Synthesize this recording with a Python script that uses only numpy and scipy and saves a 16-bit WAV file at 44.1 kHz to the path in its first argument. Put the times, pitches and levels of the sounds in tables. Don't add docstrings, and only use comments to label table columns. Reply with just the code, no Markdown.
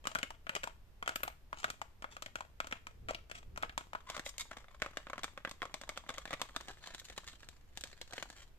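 import sys
import numpy as np
from scipy import signal
from scipy.fft import rfft, irfft
from scipy.io import wavfile

SR = 44100
rng = np.random.default_rng(int(sys.argv[2]) if len(sys.argv) > 2 else 0)


def generate_wav(signal):
    frames = np.transpose(np.atleast_2d(signal))
    scaled = np.clip(frames, -1, 1) * 32767
    pcm = np.round(scaled).astype(np.int16)
    wavfile.write(sys.argv[1], SR, pcm)


N = 378378

SIZE = 4096
HZ = np.arange(SIZE // 2 + 1) * SR / SIZE + 1
AGE = np.arange(SIZE) / SR
TURN_S, EDGE_S = 4.0, 6.5
USUAL_TRAY_DB, USUAL_NAIL_DB, USUAL_BOX_DB, USUAL_HZ = -40.5, -43.5, -49.5, 1300

# start in seconds, tray knock in dB, pitch of the struck spot in Hz,
# nail click in dB; both levels come before the overall lift in taps().
TAP_ROWS = [(0.054, -43, 1200, -58), (0.071, -35.5, 1270, -38), (0.1502, -43, 1200, -41.5),
            (0.155, -31.5, 1290, -58), (0.1874, -45, 1560, -47), (0.23, -35.5, 1590, -42),
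            (0.3053, -45.5, 930, -54), (0.4682, -45, 1350, -66), (0.4932, -35, 1390, -47),
            (0.5519, -40, 2130, -40.5), (0.634, -44, 1830, -48), (0.639, -39.5, 1300, -45),
            (0.6738, -41.5, 960, -52.5), (1.0262, -40, 1160, -53), (1.077, -33.5, 1360, -41),
            (1.092, -36.5, 1330, -44.5), (1.1589, -38, 1510, -40.5), (1.2334, -35, 1240, -44.5),
            (1.2784, -40.5, 1010, -48.5), (1.5291, -39, 1080, -59.5), (1.643, -30.5, 1370, -43.5),
            (1.702, -44, 1200, -42.5), (1.8162, -39.5, 980, -49.5), (2.0231, -49, 1170, -55.5),
            (2.043, -40.5, 1150, -66), (2.167, -47, 1220, -56), (2.223, -46.5, 1220, -45.5),
            (2.261, -46, 1800, -52), (2.3562, -39.5, 1250, -46.5), (2.407, -41.5, 1000, -52.5),
            (2.6026, -34.5, 1220, -46), (2.6705, -49, 1320, -51.5), (2.725, -36.5, 1490, -51),
            (2.869, -46.5, 1170, -50.5), (3.086, -41, 1320, -52), (3.108, -38.5, 620, -49),
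            (3.1473, -42, 2650, -58.5), (3.3141, -45, 1670, -51.5), (3.5752, -42, 1000, -49.5),
            (3.6255, -46.5, 1600, -47.5), (3.6319, -33.5, 1170, -64), (3.6951, -47.5, 1740, -80),
            (3.7777, -36, 1030, -39.5), (3.9327, -43.5, 1030, -56.5), (3.9502, -37.5, 1015, -83),
            (4.1002, -46.5, 870, -43), (4.1662, -45.5, 1150, -45.5), (4.1779, -47, 1150, -52),
            (4.195, -44.5, 1630, -46.5), (4.2635, -44, 2060, -50.5), (4.3815, -65, 1060, -42.5),
            (4.5136, -46.5, 1470, -56), (4.5698, -52, 1300, -52), (4.82, -33.5, 1650, -41.5),
            (4.8618, -43, 1320, -55), (4.971, -40, 1690, -44), (5.0691, -48.5, 1300, -64),
            (5.099, -46.5, 1200, -54), (5.1324, -40.5, 1210, -57), (5.1799, -45.5, 1350, -53.5),
            (5.234, -47.5, 1840, -42), (5.2429, -40.5, 1350, -41.5), (5.376, -46, 1490, -57),
            (5.4496, -37, 1510, -53), (5.4744, -47.5, 1600, -65), (5.494, -69, 1300, -52),
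            (5.5123, -52.5, 1220, -47.5), (5.6191, -39, 1760, -55), (5.6287, -40, 1130, -51.5),
            (5.654, -46.5, 1220, -54.5), (5.7417, -46.5, 726, -41.5), (5.8137, -54, 1500, -50),
            (5.8919, -44.5, 1230, -42), (5.9749, -45.5, 1300, -44), (6.0917, -41.5, 1590, -46),
            (6.103, -47, 1160, -49), (6.182, -46.5, 1160, -44.5), (6.2547, -46.5, 1580, -51),
            (6.3074, -46.5, 1140, -51.5), (6.3304, -39.5, 1300, -47), (6.3373, -41.5, 1950, -48),
            (6.416, -39.5, 1000, -37), (6.563, -40, 1250, -39), (6.6097, -54.5, 1050, -51),
            (6.684, -53.5, 1640, -50), (6.8729, -55, 1040, -49), (6.9475, -53.5, 1150, -46.5),
            (7.0993, -55.5, 1590, -52.5), (7.1782, -46.5, 1050, -43.5), (7.488, -62, 1440, -51),
            (7.774, -56, 826, -43.5), (7.8099, -68, 1500, -48.5), (7.838, -53.5, 1570, -42),
            (8.0142, -52.5, 2040, -45.5), (8.109, -65, 1500, -58), (8.134, -50.5, 696, -46),
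            (8.18, -43.5, 1780, -56), (8.2257, -45, 1350, -43.5), (8.301, -56.5, 1450, -52.5)]


def undb(db):
    return 10 ** (np.asarray(db) / 20)


def unit(x):
    return x / np.sqrt(np.mean(np.abs(x) ** 2))


def colour(points, hz):
    f, db = np.transpose(points)
    return undb(np.interp(np.log(hz), np.log(f), db))


def tint(x, gain):
    hz = np.arange(N // 2 + 1) * SR / N + 1
    return irfft(rfft(x) * gain(hz), N)


def resonance(hz, q):
    return 1 / (1 + (q * (HZ / hz - hz / HZ)) ** 2)


def causal(gain):
    cepstrum = irfft(np.log(gain + 1e-9))
    fold = (1 + np.sign(SIZE // 2 - np.arange(SIZE))) / (1 + (AGE == 0))
    return np.exp(rfft(cepstrum * fold))


def pair(count, apart_hz):
    shared, side = rng.standard_normal((2, count))
    hz = np.arange(count // 2 + 1) * SR / count
    side = irfft(rfft(side) * np.minimum(hz / apart_hz, 1), count)
    return unit(np.array([shared + side, shared - side]))


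def add(out, s, sound):
    lag, left_db = (12, 2.2) if s < TURN_S else (4, .7)
    left_start = int(s * SR)
    starts = (left_start, left_start + lag)
    for port, start, db, heard in zip(out, starts, (left_db / 2, -left_db / 2), sound):
        part = heard[:N - start]
        port[start:start + len(part)] += undb(db) * part


def room_tone(level_db=-58.5):
    # frequency in Hz, relative density in dB per Hz.
    still_room = [(24, 6), (33, -1.5), (55, 4), (120, -9.5), (240, -19), (600, -23.5), (2700, -33),
                  (7500, -41.5), (10500, -45), (14000, -39.5)]
    mid = tint(rng.standard_normal(N), lambda hz: colour(still_room, hz))
    side = tint(rng.standard_normal(N), lambda hz: colour(still_room, hz) * np.clip(hz / 1500, .3, 1))
    return undb(level_db) * unit(np.array([mid + side, mid - side]))


def arm_swing(out_s=3.06, back_s=3.53, width_s=0.093, level_db=-52, top_hz=98,
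              card_hz=430, card_width_hz=60, card_db=-21):
    def shape(hz):
        rumble = 1 / (1 + (hz / top_hz) ** 3)
        card = undb(card_db) / (1 + ((hz - card_hz) / card_width_hz) ** 2)
        return rumble + card

    t = np.arange(N) / SR
    speed = sum(1 / (1 + ((t - s) / width_s) ** 2) for s in (out_s, back_s))
    return undb(level_db) * unit(tint(pair(N, apart_hz=500), shape)) * speed


def reflections(dry, wet_db=-13, t60_s=0.3, build_s=0.0095, thin_hz=1200):
    t = np.arange(SR // 2) / SR
    fade = undb(-60 * t / t60_s) * np.minimum(t / build_s, 1) ** 2
    tail = unit(pair(len(t), apart_hz=1000) * fade) / np.sqrt(len(t))
    answer = signal.fftconvolve(dry, tail, axes=1)[:, :N]
    return undb(wet_db) * tint(answer, lambda hz: hz / np.hypot(hz, thin_hz))


def walls(s, q=10, spread_db=3.5, bend=0.051):
    # Hz held to the side, Hz gripped in front,
    # Hz held by the edges, typical lift in dB.
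    wall_modes = [(640, 594, 374, -1.5), (1340, 1104, 1705, -1), (2397, 2073, 3260, -3.5),
                  (3136, 3510, 4100, 0.5)]
    grip = int(s > TURN_S) + int(s > EDGE_S)
    gain = 1
    for mode, (favour, press) in zip(wall_modes, rng.standard_normal((len(wall_modes), 2))):
        lift = undb(mode[-1] + spread_db * favour)
        gain = gain + lift * resonance(mode[grip] * (1 + bend * press), q)
    return gain


def scrape(s, seconds, hardness, slips_per_s=2200, spread_db=5.5, grip_db=4, grip_s=0.00693,
           edge_s=0.0041, smear_s=0.0063, sing=1.29):
    # frequency in Hz, relative level in dB.
    rub_colour = [(120, -3.5), (300, -5), (1000, 4.5), (1900, 2.5), (4000, -4), (5300, -5.5), (7500, -3),
                  (10000, -20.5), (13000, -23)]
    t = np.arange(int(seconds * SR)) / SR
    catch, strength, direction = rng.random((3, SR))[:, :len(t)]
    slips = (catch < slips_per_s / SR) * undb(spread_db * np.minimum(-np.log(strength), 4.5))
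    friction = slips * np.sign(direction - .5) + 1e-9
    knots = np.arange(0, seconds + grip_s, grip_s)
    grip = undb(grip_db * np.interp(t, knots, rng.standard_normal(SIZE)[:len(knots)]))
    grip *= np.clip(np.minimum(t, seconds - t) / edge_s, 0, 1)
    echoes = rfft((AGE == 0) + np.exp(-AGE / smear_s) * pair(SIZE, apart_hz=3460) / 10)
    tilt = undb(hardness * np.log2(np.clip(HZ, 700, 13000)))
    sound = 0
    for share in (1 - t / seconds, t / seconds):
        body = unit(irfft(echoes * causal(colour(rub_colour, HZ) * tilt * walls(s) ** sing)))
        sound = sound + signal.fftconvolve((friction * grip * share)[None], body, axes=1)
    return unit(sound) * np.sqrt(len(t) / sound.shape[1])


def follow_through(drag_db=-20.0, drag_s=0.05, drag_hardness=-4.5, slips_per_s=500, spread_db=8.0):
    out = np.zeros((2, N))
    for s, tray_db, _, _ in TAP_ROWS:
        drag = scrape(s, drag_s, drag_hardness, slips_per_s, spread_db)
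        add(out, s, undb(tray_db + drag_db) * drag)
    return out


def tap(s, tray_db, tray_hz, box_db, nail_db, tilt_db, chatter=0.14, chatter_s=0.0044, bounce=0.64,
        bounce_s=0.0054, hardness=0.14, tilt_spread_db=0.5, flex_s=0.0002):
    # frequency in Hz, relative level in dB.
    box_colour = [(90, -10.5), (180, -6), (280, -3.5), (410, -10.5), (510, -2), (630, -3), (800, -6),
                  (1300, -18.5), (2500, -40.5)]
    # frequency in Hz, relative level in dB.
    nail_colour = [(900, -22), (1700, 2), (3200, 2.5), (5500, -0.5), (7300, 2.5), (8600, -2),
                   (10000, -17.5), (12600, -12), (15000, -20.5)]
    delay, rebound = rng.random(2)
    contact = 1. * (AGE == 0)
    contact[int(delay * min(bounce_s * SR, SIZE / 2)) + 1] += bounce * rebound
    echoes = chatter * np.exp(-AGE / chatter_s) * pair(SIZE, apart_hz=3670)
    flex = np.exp(-4j * np.pi * flex_s * np.sqrt(HZ * USUAL_HZ))
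    force = rfft(contact - echoes) * flex * causal(walls(s))
    tray = resonance(tray_hz, q=2.05) + undb(-16) * resonance(1.75 * tray_hz, q=1.8)
    db_per_octave = tilt_db + hardness * (nail_db - tray_db) + tilt_spread_db * rng.standard_normal()
    octaves = np.log2(np.maximum(HZ, nail_colour[1][0]))
    nail = colour(nail_colour, HZ) * undb(db_per_octave * octaves)
    parts = ((tray, tray_db), (colour(box_colour, HZ), box_db), (nail, nail_db))
    power = sum((undb(db) * gain) ** 2 / np.mean(np.abs(gain * force) ** 2) for gain, db in parts)
    return -irfft(force * causal(np.sqrt(power))) * np.sqrt(SR / 100)


def light_tap(s, db, spot_hz=1400, spot_octaves=0.37, box_db=-4, nail_db=-14):
    tray_hz = spot_hz * 2 ** (spot_octaves * rng.standard_normal())
    return tap(s, db, tray_hz, db + box_db, db + nail_db, tilt_db=0)


def rubbing(count=40, stroke_s=0.092, face_snag_db=5, edge_snag_db=-1, face_hardness=-0.71,
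            edge_hardness=2.0, slips_per_s=500):
    # time in seconds, stroke level in dB.
    rub_levels = [(4.05, -80), (4.55, -62.5), (5.13, -70), (5.58, -78), (5.68, -65), (6.05, -64),
                  (6.3, -55.5), (6.6, -65), (6.879, -59), (7.349, -62), (7.68, -78.5), (7.85, -59.5),
                  (8.05, -71), (8.25, -57.5), (8.5, -79.5)]
    out = np.zeros((2, N))
    times, levels = np.transpose(rub_levels)
    starts = np.linspace(TURN_S, N / SR - 2 * stroke_s, count)
    for start, snags in zip(starts, rng.random((count, 2))):
        on_edge = start > EDGE_S
        hardness, snag_db = (edge_hardness, edge_snag_db) if on_edge else (face_hardness, face_snag_db)
        stroke_db = np.interp(start + stroke_s / 2, times, levels)
        add(out, start, undb(stroke_db) * scrape(start, stroke_s, hardness, slips_per_s))
        for s in start + stroke_s * snags:
            add(out, s, light_tap(s, np.interp(s, times, levels) + snag_db))
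    return out


def scrapes(graze_s=0.0037, graze_hardness=-1.8):
    # start in seconds, length in seconds, level in dB,
    # hardness of contact in dB per octave.
    scratch_rows = [(0.558, 0.011, -35.5, -2), (1.155, 0.0049, -35.5, 34), (1.231, 0.0044, -32.5, 32),
                    (1.556, 0.14, -57.5, 1.5), (2.104, 0.055, -59, 0.5), (3.089, 0.022, -40.5, -3.5),
                    (3.344, 0.046, -52, 1), (4.065, 0.1, -50, -0.5), (4.247, 0.052, -48, 6.5),
                    (4.392, 0.03, -40.5, 5), (6.677, 0.041, -50.5, -2.5), (6.806, 0.136, -56.5, -0.5),
                    (6.984, 0.019, -49.5, 5.5), (7.044, 0.02, -53, 5), (7.262, 0.065, -52, 1.5),
                    (8.143, 0.058, -56.5, 2), (8.358, 0.087, -58.5, 1.5)]
    # start in seconds, level in dB.
    graze_rows = [(0.04, -50), (0.114, -44.5), (0.163, -45), (0.213, -51), (1.059, -44.5), (1.629, -43),
                  (1.656, -49), (2.71, -42), (3.296, -48.5), (3.429, -55), (3.559, -46.5), (4.004, -55.5),
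                  (4.117, -49), (4.53, -49), (4.832, -50), (5.19, -44), (5.834, -44.5), (5.966, -49),
                  (6.139, -45.5), (7.43, -50), (7.928, -49), (8.123, -45.5), (8.198, -47)]
    out = np.zeros((2, N))
    for start, seconds, db, hardness in scratch_rows:
        add(out, start, undb(db) * scrape(start, seconds, hardness))
    for start, db in graze_rows:
        add(out, start, undb(db) * scrape(start, graze_s, graze_hardness))
    return out


def thump_db(s, tray_db, tray_hz, nail_db, ends_run, per_tray=0.63, per_nail=0.11, per_octave_db=1.0,
             two_hands_db=4.0, last_finger_db=-6):
    force_db = per_tray * (tray_db - USUAL_TRAY_DB) + per_nail * (nail_db - USUAL_NAIL_DB)
    pitch_db = per_octave_db * np.log2(tray_hz / USUAL_HZ)
    hold_db = two_hands_db if s > TURN_S else last_finger_db * ends_run
    return USUAL_BOX_DB + force_db + pitch_db + hold_db


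def taps(level_db=1.0, side_tilt_db=0.0, front_tilt_db=-1.0, glint_hz=12400, glint_q=3, glint_db=-4,
         run_gap_s=.15, aside_s=3.0):
    out = np.zeros((2, N))
    pauses = np.diff([row[0] for row in TAP_ROWS], append=N / SR)
    for (s, tray_db, hz, nail_db), pause in zip(TAP_ROWS, pauses):
        at_side = s < TURN_S
        ends_run = pause > run_gap_s and s < aside_s
        box_db = thump_db(s, tray_db, hz, nail_db, ends_run)
        glint = causal(1 + at_side * undb(glint_db) * resonance(glint_hz, glint_q))
        blow = tap(s, tray_db, hz, box_db, nail_db, side_tilt_db if at_side else front_tilt_db)
        add(out, s, undb(level_db) * irfft(glint * rfft(blow)))
    return out


def scene():
    background = room_tone() + arm_swing()
    nails = taps() + scrapes() + rubbing() + follow_through()
    return nails + reflections(nails) + background


def record(dry, port_hz=8300, port_width_hz=1700, port_db=1.5, body_hz=300, body_octaves=1.27,
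           body_db=3.5, top_hz=14250):
    def port_gain(hz):
        peak = port_db * np.array([[.5], [-1.5]]) * np.exp(-((hz - port_hz) / port_width_hz) ** 2)
        body = body_db * np.array([[.5], [-.5]]) * np.exp(-(np.log2(hz / body_hz) / body_octaves) ** 2)
        return undb(peak + body)

    top_cut = signal.ellip(8, .2, 70, top_hz, fs=SR, output="sos")
    return signal.sosfilt(top_cut, tint(dry, port_gain))


dry = scene()
out = record(dry)
generate_wav(out)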